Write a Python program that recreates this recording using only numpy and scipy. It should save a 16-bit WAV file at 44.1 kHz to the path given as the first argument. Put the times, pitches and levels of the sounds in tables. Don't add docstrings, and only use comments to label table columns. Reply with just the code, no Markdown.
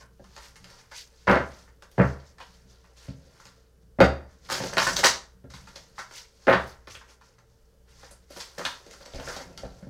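import sys
import numpy as np
from scipy import signal
from scipy.fft import rfft, irfft
from scipy.io import wavfile
from scipy.ndimage import uniform_filter1d

SR = 44100
rng = np.random.default_rng(int(sys.argv[2]) if len(sys.argv) > 2 else 0)


def output_pcm(signal):
    pcm = np.clip(np.atleast_2d(signal).T, -1, 1) * 32767
    wavfile.write(sys.argv[1], SR, np.round(pcm).astype(np.int16))


def undo_db(level):
    steps = np.asarray(level, float) / 20
    return 10 ** steps


N = 436149

# pitch_hz, level_db
MOTOR_TONES = [(60.0, -61.5), (59.243, -67), (120.0, -72), (118.49, -77), (447, -74), (456, -77),
               (2998, -92)]
# pitch_hz, level_db (per Hz)
AIR_COLOUR = [(12, -33.5), (20, 4), (68, -4.5), (172, -16), (319, -21.5), (459, -14.5), (660, -30),
              (1570, -27.5), (2020, -37), (5850, -35.5), (16000, -40.5)]
# centre_hz, fall_60db_s, level_db
ROOM_BANDS = [(86, 0.37, -7), (240, 0.31, -3), (705, 0.33, -2), (2050, 0.27, 0), (5600, 0.29, 0),
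              (13000, 0.22, -1)]
# start_s, peak_db, pitch_hz, fall_60db_s
NUDGES = [
    (.38, -49, 40, .3),
    (3.085, -44, 62.2, 0.36),
    (3.16, -46.5, 133.7, .3),
    (6.0, -53, 60.2, 0.17),
    (6.901, -46, 81.3, .3),
    (9.14, -37, 29.8, 0.53),
    (9.14, -37, 59.4, .25),
    (9.631, -36.5, 45, 0.34),
]
# pitch_hz, level_db, fall_60db_s
GLASS_RINGS = [(4716, -1, .42), (4765, -5, .35), (3714, 0, .36), (3050, -5, .12), (6557, -8, .3)]
# pitch_hz, level_db, fall_60db_s
TABLE_RINGS = [(71.7, -8, 0.42), (139.7, -4, 0.15), (198, -9.5, 0.099), (222.8, -7, 0.13), (273, -4, 0.1)]
# pitch_hz, level_db, fall_60db_s
BOARD_RINGS = [(431.3, -1.5, 0.31), (566, -2.5, 0.31), (631.4, -0.5, 0.22), (756, -5.5, 0.23),
               (860, -7, 0.3), (932, -9, 0.25), (1077, -20, 0.45), (1227, -13, 0.27), (1355, -2, 0.21),
               (1613, -5, 0.28), (1723, -15, 0.26), (1790, -20, 0.32)]
# pitch_hz, level_db (per Hz)
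THUD_COLOUR = [(30, -44.5), (52, -19), (66, -3.5), (120, -2), (200, -4.5), (270, -3), (400, -30),
               (1200, -67.5)]
# pitch_hz, level_db (per Hz)
RUMBLE_COLOUR = [(15, -12.5), (30, -3), (60, -5), (120, -2), (220, -9), (400, -25), (1200, -73.5)]
# pitch_hz, level_db (per Hz)
DECK_COLOUR = [(130, -33.5), (230, -4), (300, -5), (380, -2), (500, -2), (600, -3), (800, -8.5),
               (1100, -22), (2500, -58.5)]
# pitch_hz, level_db (per Hz)
FLAP_COLOUR = [(400, -27), (750, -3.5), (950, 3), (1100, -2), (1300, 1.5), (1900, -1.5), (2330, -11.5),
               (3200, -23), (7000, -65)]
# pitch_hz, level_db (per Hz)
SLAP_COLOUR = [(1500, -15.5), (2300, 0.5), (3200, -2), (4600, -3.5), (6500, -14), (9000, -25), (16000, -46)]
# pitch_hz, level_db (per Hz)
EDGE_COLOUR = [(1180, -22.5), (2000, -6.5), (2550, -8), (3580, -7), (4080, -6), (4570, -3), (6310, -5.5),
               (6940, -10), (9830, -20), (13300, -25), (16000, -31)]
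# time_s, grip_on_deck_db, wrists_on_table_db
HANDS = [(0, -65, -58), (.27, -86, -57.5), (.55, -67, -52.5), (.85, -71, -65), (2.5, -70.5, -58.5),
         (3, -68, -66), (3.3, -63, -59), (3.6, -73.5, -62), (4.4, -70, -54.5), (4.7, -50.5, -37),
         (5.0, -42.5, -36), (5.2, -76, -65), (5.65, -67, -52), (6.3, -71.5, -67.5), (8.3, -72.5, -65.5),
         (9.05, -57.5, -63), (9.42, -53, -43.5), (9.89, -59, -51)]
# peak_s, rustle_db
SETTLES = [
    (1.5, -53.5),
    (2.14, -52),
    (4.16, -52),
    (5.155, -55),
    (6.61, -46),
]
# top_speed_s, hiss_db, rise_20db_s, fall_20db_s, rustle_over_hiss_db
STROKES = [(.02, -57, 3, 0.05, 2), (.44, -51, 0.18, 0.11, -4), (.71, -57, 0.16, .1, -2),
           (.79, -58, 0.17, 0.15, -2), (.974, -42.5, 0.05, .09, -19.5), (1.59, -57.5, 1.08, 0.14, -6),
           (2.08, -55.5, 0.16, 0.14, -10), (2.975, -57, -0.1, 0.14, -7), (3.04, -54.5, 0.08, 0.14, -6.5),
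           (3.46, -61, 0.5, 0.25, -1.5), (4.52, -34, .02, 0.22, -20), (4.665, -41, .1, .12, -12),
           (4.825, -32, 0.03, 0.1556, -14), (4.905, -36, .051, .11, -13), (4.995, -35, 0.041, 0.061, -9),
           (5.515, -58, .012, .11, -4), (5.565, -53.5, .031, 0.19, -4), (5.685, -59, .021, .19, -4),
           (5.76, -55, -0.2, 0.2, -5.5), (6.17, -42.5, 0.05, 0.09, -12), (6.69, -54.5, 0.45, 0.1, -8),
           (6.91, -48.5, -0.02, 0.13, -13), (8.05, -55.5, 0.16, .15, -3.5), (8.41, -45.5, 0.04, 0.12, -14),
           (8.66, -47, 0.09, 0.16, -3), (9.19, -53, 0.17, 0.46, -7), (9.32, -44.5, 0.18, 0.18, 1),
           (9.42, -50, -0.1, 0.02, -3.5)]
# top_speed_s, hiss_db, fall_20db_s
BRUSHES = [(1.84, -67, -4.5), (1.96, -65.5, 0.7), (2.269, -63, 0.1), (2.42, -61, .5), (2.54, -61.5, 0.07),
           (2.71, -64, 0.2), (2.86, -70.5, 9), (3.27, -72.5, -1.5), (3.83, -74, -0.2), (4.02, -68, 0.4),
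           (4.31, -68, 0.5), (4.461, -56, .11), (5.881, -66.5, 0.25), (6., -49.5, 0.1), (6.42, -63.5, 0.69),
           (7.1, -57.5, 0.1), (7.25, -64, 0.2), (7.5, -74, 0.54), (7.91, -64.5, 0.4), (8.24, -71.5, -3),
           (8.325, -55, 0.8), (8.6, -54.5, 0.9), (8.93, -56.5, 0.15), (9.03, -55, -0.5), (9.59, -62, 0.8),
           (9.79, -61.5, 0)]
# start_s, peak_db, centre_hz, length_s
FLICKS = [(2.409, -38.5, 3200, 0.012), (4.874, -23, 6080, .005), (4.56, -37, 6460, 0.0033),
          (4.963, -21.5, 5320, .012), (5.042, -11.5, 4720, 0.017), (5.759, -30.5, 4600, 0.004),
          (6.527, -21.5, 3140, 0.014), (6.951, -31, 2550, 0.0071), (4.004, -40, 14000, .012),
          (.567, -50, 8300, .006), (8.109, -43, 8400, 0.014), (8.403, -29, 4400, 0.009),
          (8.651, -14.5, 3200, 0.0069), (1.298, -45, 10500, .022), (1.914, -54, 11500, .008),
          (6.492, -46, 11000, .02), (6.672, -54, 11000, .025), (4.515, -40, 13000, .015),
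          (4.775, -34, 11000, .01), (4.83, -36, 11500, .015), (4.965, -35.5, 12500, .008),
          (5.049, -26, 12000, 0.013), (5.059, -12.5, 5800, .008), (8.304, -52.5, 10500, .03),
          (8.365, -46, 10000, .02), (8.581, -46, 12500, .01), (8.652, -41, 9000, .012),
          (9.157, -35, 5000, .006), (3.399, -50.5, 4500, .004), (3.46, -48, 4100, .004),
          (4.682, -36, 5500, .005), (4.93, -30, 6500, .012), (4.856, -26, 6000, .008),
          (2.2, -49, 4300, .006), (5.987, -33, 4700, .008)]
# start_s, flap_db, boom_db, knock_db, snap_db
LANDINGS = [(.197, -59, -44, -45.5, -78), (1.272, -21, -38, -26.5, -36), (1.278, -10, -22.5, -19.5, -43.5),
            (1.287, -10, -25, -16, -37.5), (1.297, -6, -16.5, -11.5, -28), (1.31, -16, -30, -22.5, -34),
            (1.342, -15, -31, -23.5, -37), (1.369, -17.5, -33.5, -23, -42), (1.402, -24.5, -37, -28, -47.5),
            (1.328, -10.5, -21.5, -18.5, -35.5), (1.356, -14.5, -30.5, -17, -38.5),
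            (1.981, -23, -21, -15, -46.5), (1.996, -12.5, -15.5, -14, -51), (2.012, -19.5, -27, -20, -53),
            (2.035, -23.5, -30.5, -27.5, -53.5), (3.083, -51, -31, -43, -60), (3.988, -29, -20, -21, -64),
            (4.004, -12, -14, -4, -20.5), (4.012, -12, -22, -8, -26), (4.025, -17, -24, -10.5, -28),
            (4.039, -21, -27, -16, -32), (4.603, -29.5, -30, -29.5, -41), (5.441, -61, -44, -45, -70),
            (5.538, -38.5, -41, -55, -37.5), (6.471, -17, -34, -16, -37.5), (6.481, -10.5, -37, -11, -44.5),
            (6.489, -11, -30, -14, -42), (6.511, -12.5, -32, -20, -38), (6.552, -18.5, -34, -23.5, -40),
            (6.497, -7, -22, -14.5, -35), (6.53, -8.5, -25, -15.5, -35), (9.136, -56, -40.5, -40, -60),
            (9.148, -47, -39, -32.5, -43.5), (9.364, -45, -48, -37.5, -33.5), (9.634, -46, -38, -35, -55),
            (9.651, -48, -42, -38, -56), (9.826, -49, -37, -50.5, -68), (9.869, -67, -38, -44, -66)]
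# start_s, flap_db, knock_db, snap_db
THROWS = [(4.49, -35, -40, -39), (4.527, -25, -32, -25), (4.501, -22, -33.5, -21.5), (4.518, -21, -28, -21),
          (4.552, -27, -32.5, -35), (4.638, -30, -26, -36), (4.733, -38, -36, -34), (4.771, -12, -20, -22),
          (4.79, -23, -30, -29), (4.83, -23, -32, -24.5), (4.878, -17, -28, -23), (4.893, -24, -34.5, -29),
          (4.781, -12.5, -22, -23.5), (4.801, -22, -30.5, -23.5), (4.821, -26, -32.5, -27),
          (4.869, -13.5, -26, -19), (4.967, -26.5, -30.5, -19.5), (4.99, -22, -31, -24),
          (5.034, -16, -21, -21), (5.04, -8, -22, -13), (5.048, -11, -26, -12), (5.058, -16, -31.5, -16),
          (5.069, -19, -36.5, -19), (5.086, -23, -38.5, -24), (4.58, -31, -34, -33.5),
          (4.66, -33, -34, -36.5), (4.7, -36, -38.5, -37)]
# start_s, flap_db, knock_db, snap_db
TAPS = [(0.365, -42, -54, -52), (0.378, -41, -53, -48), (0.643, -44, -55, -50), (0.915, -34, -52, -39),
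        (1.824, -44, -51, -46.5), (2.383, -43.5, -56, -54.5), (2.403, -35, -46.5, -46.5),
        (5.502, -45, -56, -44), (5.758, -42.5, -45.5, -40.5), (5.982, -30, -50, -40),
        (5.991, -27.5, -47, -36.5), (6.11, -45, -48.5, -45), (6.873, -35, -47, -45),
        (6.947, -44, -47.5, -45), (8.031, -41.5, -49, -61), (8.112, -54.5, -50, -50.5),
        (8.304, -56, -46.5, -46), (8.363, -36.5, -35.5, -33), (8.402, -34.5, -63, -37),
        (8.581, -31, -34.5, -36), (8.593, -33.5, -36, -40), (8.61, -33.5, -39, -42), (8.66, -28, -43, -32),
        (8.903, -52, -52, -47), (8.651, -26.5, -40, -25.5), (8.865, -65, -46, -47.5),
        (9.006, -47.5, -50, -49), (9.057, -43, -40.5, -41.5), (9.185, -41, -35.5, -51),
        (9.197, -37, -35.5, -46), (9.228, -39, -47, -55), (9.271, -32, -40, -37), (9.283, -34, -42, -44),
        (9.3, -37, -43, -41), (9.4, -39, -39.5, -40), (9.577, -39, -51, -35)]
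# start_s, flap_db, snap_db
TICKS = [(.242, -47, -52), (.558, -47.5, -45.5), (.7, -52, -54), (0.788, -47, -51.5), (1.676, -51, -61.5),
         (1.914, -67.5, -54), (2.842, -49, -59), (3.363, -55.5, -82.5), (3.398, -51, -52.5),
         (3.455, -46.5, -47.5), (4.329, -59.5, -62.5), (5.673, -42, -45.5), (6.212, -61.5, -58),
         (7.012, -42, -53), (7.211, -48, -57), (7.384, -49.5, -54), (7.882, -62.5, -59),
         (8.934, -45, -45.5)]


def unit(x):
    return x / np.sqrt(np.mean(x ** 2))


def colour(x, points):
    hz, db = np.transpose(points)
    grid = np.maximum(np.fft.rfftfreq(8192, 1 / SR), 1)
    level_db = np.interp(np.log(grid), np.log(hz), db, left=db[0] - 44.5, right=db[-1] - 37.5)
    cepstrum = irfft(np.log(undo_db(level_db)))
    cepstrum[1:4096] *= 2
    cepstrum[4097:] = 0
    response = irfft(np.exp(rfft(cepstrum)))[:4096]
    response = response / np.sqrt(np.sum(response ** 2))
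    return signal.fftconvolve(x, response)[:len(x)]


def ring(modes):
    t = np.arange(SR // 2) / SR
    return sum(undo_db(db) * np.sin(2 * np.pi * hz * t) * 1000. ** (-t / t60) for hz, db, t60 in modes)


def shake_body(push, modes):
    body = ring(modes)
    return signal.fftconvolve(push, body / np.sqrt(np.sum(body ** 2)))[:N]


def walk(rate_hz):
    hold = int(SR / rate_hz)
    levels = np.repeat(rng.standard_normal(N // hold + 1), hold)
    return 1.165 * uniform_filter1d(levels, hold)[:N]


def grit(rough_db, rate_hz):
    return unit(rng.standard_normal(N) * undo_db(rough_db * walk(rate_hz)))


def background():
    t = np.arange(N) / SR - 0.14
    hum = 0
    for hz, db in MOTOR_TONES:
        hum = hum + undo_db(db + .8 * walk(3)) * np.sqrt(2) * np.cos(2 * np.pi * hz * t)
    air = colour(rng.standard_normal(N), AIR_COLOUR)
    return hum + undo_db(-63 + .8 * walk(3.6)) * air


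def room(x, build_up_s=0.0022):
    t = np.arange(SR // 2) / SR
    tail = 0
    for hz, t60, db in ROOM_BANDS:
        band = signal.butter(2, [hz / 1.7, hz * 1.65], "band", fs=SR, output="sos")
        echoes = signal.sosfilt(band, rng.standard_normal(len(t)))
        tail = tail + undo_db(db) * echoes * 1000. ** (-t / t60)
    tail = tail * (1 - np.exp(-(t / build_up_s) ** 2))
    return x + undo_db(-29.5) * signal.fftconvolve(x, tail)[:N]


def nudges(push_s=0.016):
    out = np.zeros(N + SR)
    t = np.arange(SR // 2) / SR
    for s, db, hz, t60 in NUDGES:
        sway = ring([(hz, db, t60), (1.2 * hz, db + 1.5, t60)])
        out[int(s * SR):][:len(t)] += (1 - np.exp(-t / push_s)) * sway
    return out[:N]


def glass(start_s=4.006, level_db=-29.5):
    tick = np.zeros(N)
    tick[int(start_s * SR)] = undo_db(level_db)
    chatter = undo_db(2.5 * walk(90) - 7.5)
    return signal.fftconvolve(tick, ring(GLASS_RINGS))[:N] * chatter


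def swells(s, db, rise_s, fall_s, round_s=.015):
    t = np.arange(0, N + 64, 64) / SR
    late = t[:, None] - s
    late = late * np.abs(late) / (np.abs(late) + round_s)
    before = -late / np.maximum(rise_s, .01)
    after = late / np.clip(fall_s, .01, .9)
    drop_db = 20 * np.where(late < 0, before, after)
    gain = np.sqrt(np.sum(undo_db(2 * (db - drop_db)), axis=1))
    return np.interp(np.arange(N) / SR, t, gain)


def strokes():
    brushes = [(s, db, 0.039, fall_s, -4) for s, db, fall_s in BRUSHES]
    s, db, rise_s, fall_s, rustle_db = np.transpose(list(STROKES) + brushes)
    hiss = np.hypot(swells(s, db, rise_s, fall_s), undo_db(-84))
    return hiss, swells(s, db + rustle_db, rise_s, fall_s)


def handling():
    s, grip_db, weight_db = np.transpose(HANDS)
    t = np.arange(N) / SR
    grip = undo_db(np.interp(t, s, grip_db))
    weight = undo_db(np.interp(t, s, weight_db))
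    rub = strokes()[1]
    settle = swells(*np.transpose(SETTLES), rise_s=.11, fall_s=.17)
    rustle = np.hypot(rub, settle)
    creak = np.sqrt(grip ** 2 + (undo_db(-6.5) * rub) ** 2 + (undo_db(-4) * settle) ** 2)
    rumble = np.hypot(weight, undo_db(-2) * settle)
    return rustle, creak, rumble


def slide():
    hiss = 0
    for hz in 1200 * 1.6 ** np.arange(6):
        band = signal.butter(2, [hz, 1.6 * hz], "band", fs=SR, output="sos")
        catch = undo_db(1.6 * walk(25) + np.log2(hz / 4000))
        hiss = hiss + catch * signal.sosfilt(band, grit(2.2, 250))
    return colour(strokes()[0] * hiss, EDGE_COLOUR)


def flicks(width=0.29):
    out = np.zeros(N)
    t = np.arange(SR // 10) / SR
    for s, db, hz, run_s in FLICKS:
        band = signal.butter(2, [hz / (1 + width), hz * (1 + width)], "band", fs=SR, output="sos")
        burst = unit(signal.sosfilt(band, rng.standard_normal(len(t)))) * np.exp(-t / run_s)
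        out[int(s * SR):][:len(t)] += undo_db(db - 7.5) * burst
    return out


def hits():
    rows = [(*row, 0.0094) for row in LANDINGS]
    rows += [(s, flap, knock - 13, knock, snap, 0.007) for s, flap, knock, snap in THROWS]
    rows += [(s, flap, knock - 11.5, knock, snap, 0.011) for s, flap, knock, snap in TAPS]
    rows += [(s, flap, flap - 15, flap - 18, snap, 0.011) for s, flap, snap in TICKS]
    return np.transpose(rows)


def contact(db, rise_s, lead_s=.002):
    force = np.zeros(N + SR)
    t = np.arange(SR // 4) / SR
    for (s, *_, run_s), power in zip(hits().T, undo_db(2 * db)):
        i = int((s - lead_s) * SR)
        run_s = np.clip(run_s, .001, .06)
        onset_s = rise_s * (run_s / 0.015) ** 2
        run = (1 - np.exp(-t / onset_s)) * np.exp(-t / run_s)
        force[i:i + len(t)] += power * run ** 2
    return np.sqrt(force[:N])


def table(boom_db, knock, rumble):
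    thud = colour(undo_db(-2.5) * contact(boom_db, rise_s=0.0022) * grit(1.8, 200), THUD_COLOUR)
    boom = undo_db(-16) * shake_body(thud, TABLE_RINGS)
    damped = [(hz, db, np.clip(.3 * t60, .02, .3)) for hz, db, t60 in BOARD_RINGS]
    board = undo_db(-8) * shake_body(knock, damped)
    shake = colour(undo_db(-7) * rumble * grit(3.1, 15), RUMBLE_COLOUR)
    return thud + board + boom + shake


def edges(flap_db, knock_db, snap_db):
    flat = np.clip((np.maximum(flap_db, knock_db) - snap_db - 5.5) / 12, .01, .99)
    slap_db = snap_db + 10 * np.log10(flat)
    bright_db = snap_db + 10 * np.log10(1 - flat)
    slap = undo_db(0.5) * contact(slap_db, rise_s=0.003) * grit(7.7, 700)
    snap = undo_db(-3) * contact(bright_db, rise_s=0.0022) * grit(7, 600)
    return colour(slap, SLAP_COLOUR) + colour(snap, EDGE_COLOUR)


def cards():
    rustle, creak, rumble = handling()
    _, flap_db, boom_db, knock_db, snap_db, _ = hits()
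    flap = undo_db(-3.5) * contact(flap_db, rise_s=0.0024) * grit(4, 500)
    flap = flap + undo_db(-3.5) * rustle * grit(1.8, 120)
    knock = undo_db(-.4) * contact(knock_db, rise_s=.0035) * grit(3.3, 300)
    knock = knock + undo_db(-5) * creak * grit(2.8, 60)
    deck = colour(flap, FLAP_COLOUR) + colour(knock, DECK_COLOUR)
    return deck + edges(flap_db, knock_db, snap_db) + table(boom_db, knock, rumble)


def scene():
    played = room(cards() + flicks())
    return (played + slide() + background() + nudges() + glass())[None]


def band_limit(x):
    return signal.sosfilt(signal.butter(12, 15800, fs=SR, output="sos"), x)


def record(dry):
    flat = dry / (1 + np.abs(dry / .6) ** 4) ** .25
    low_pass = signal.ellip(10, .2, 80, 15850, fs=SR, output="sos")
    mix = signal.sosfilt(low_pass, flat)
    return band_limit(mix)


dry = scene()
out = record(dry)
output_pcm(out)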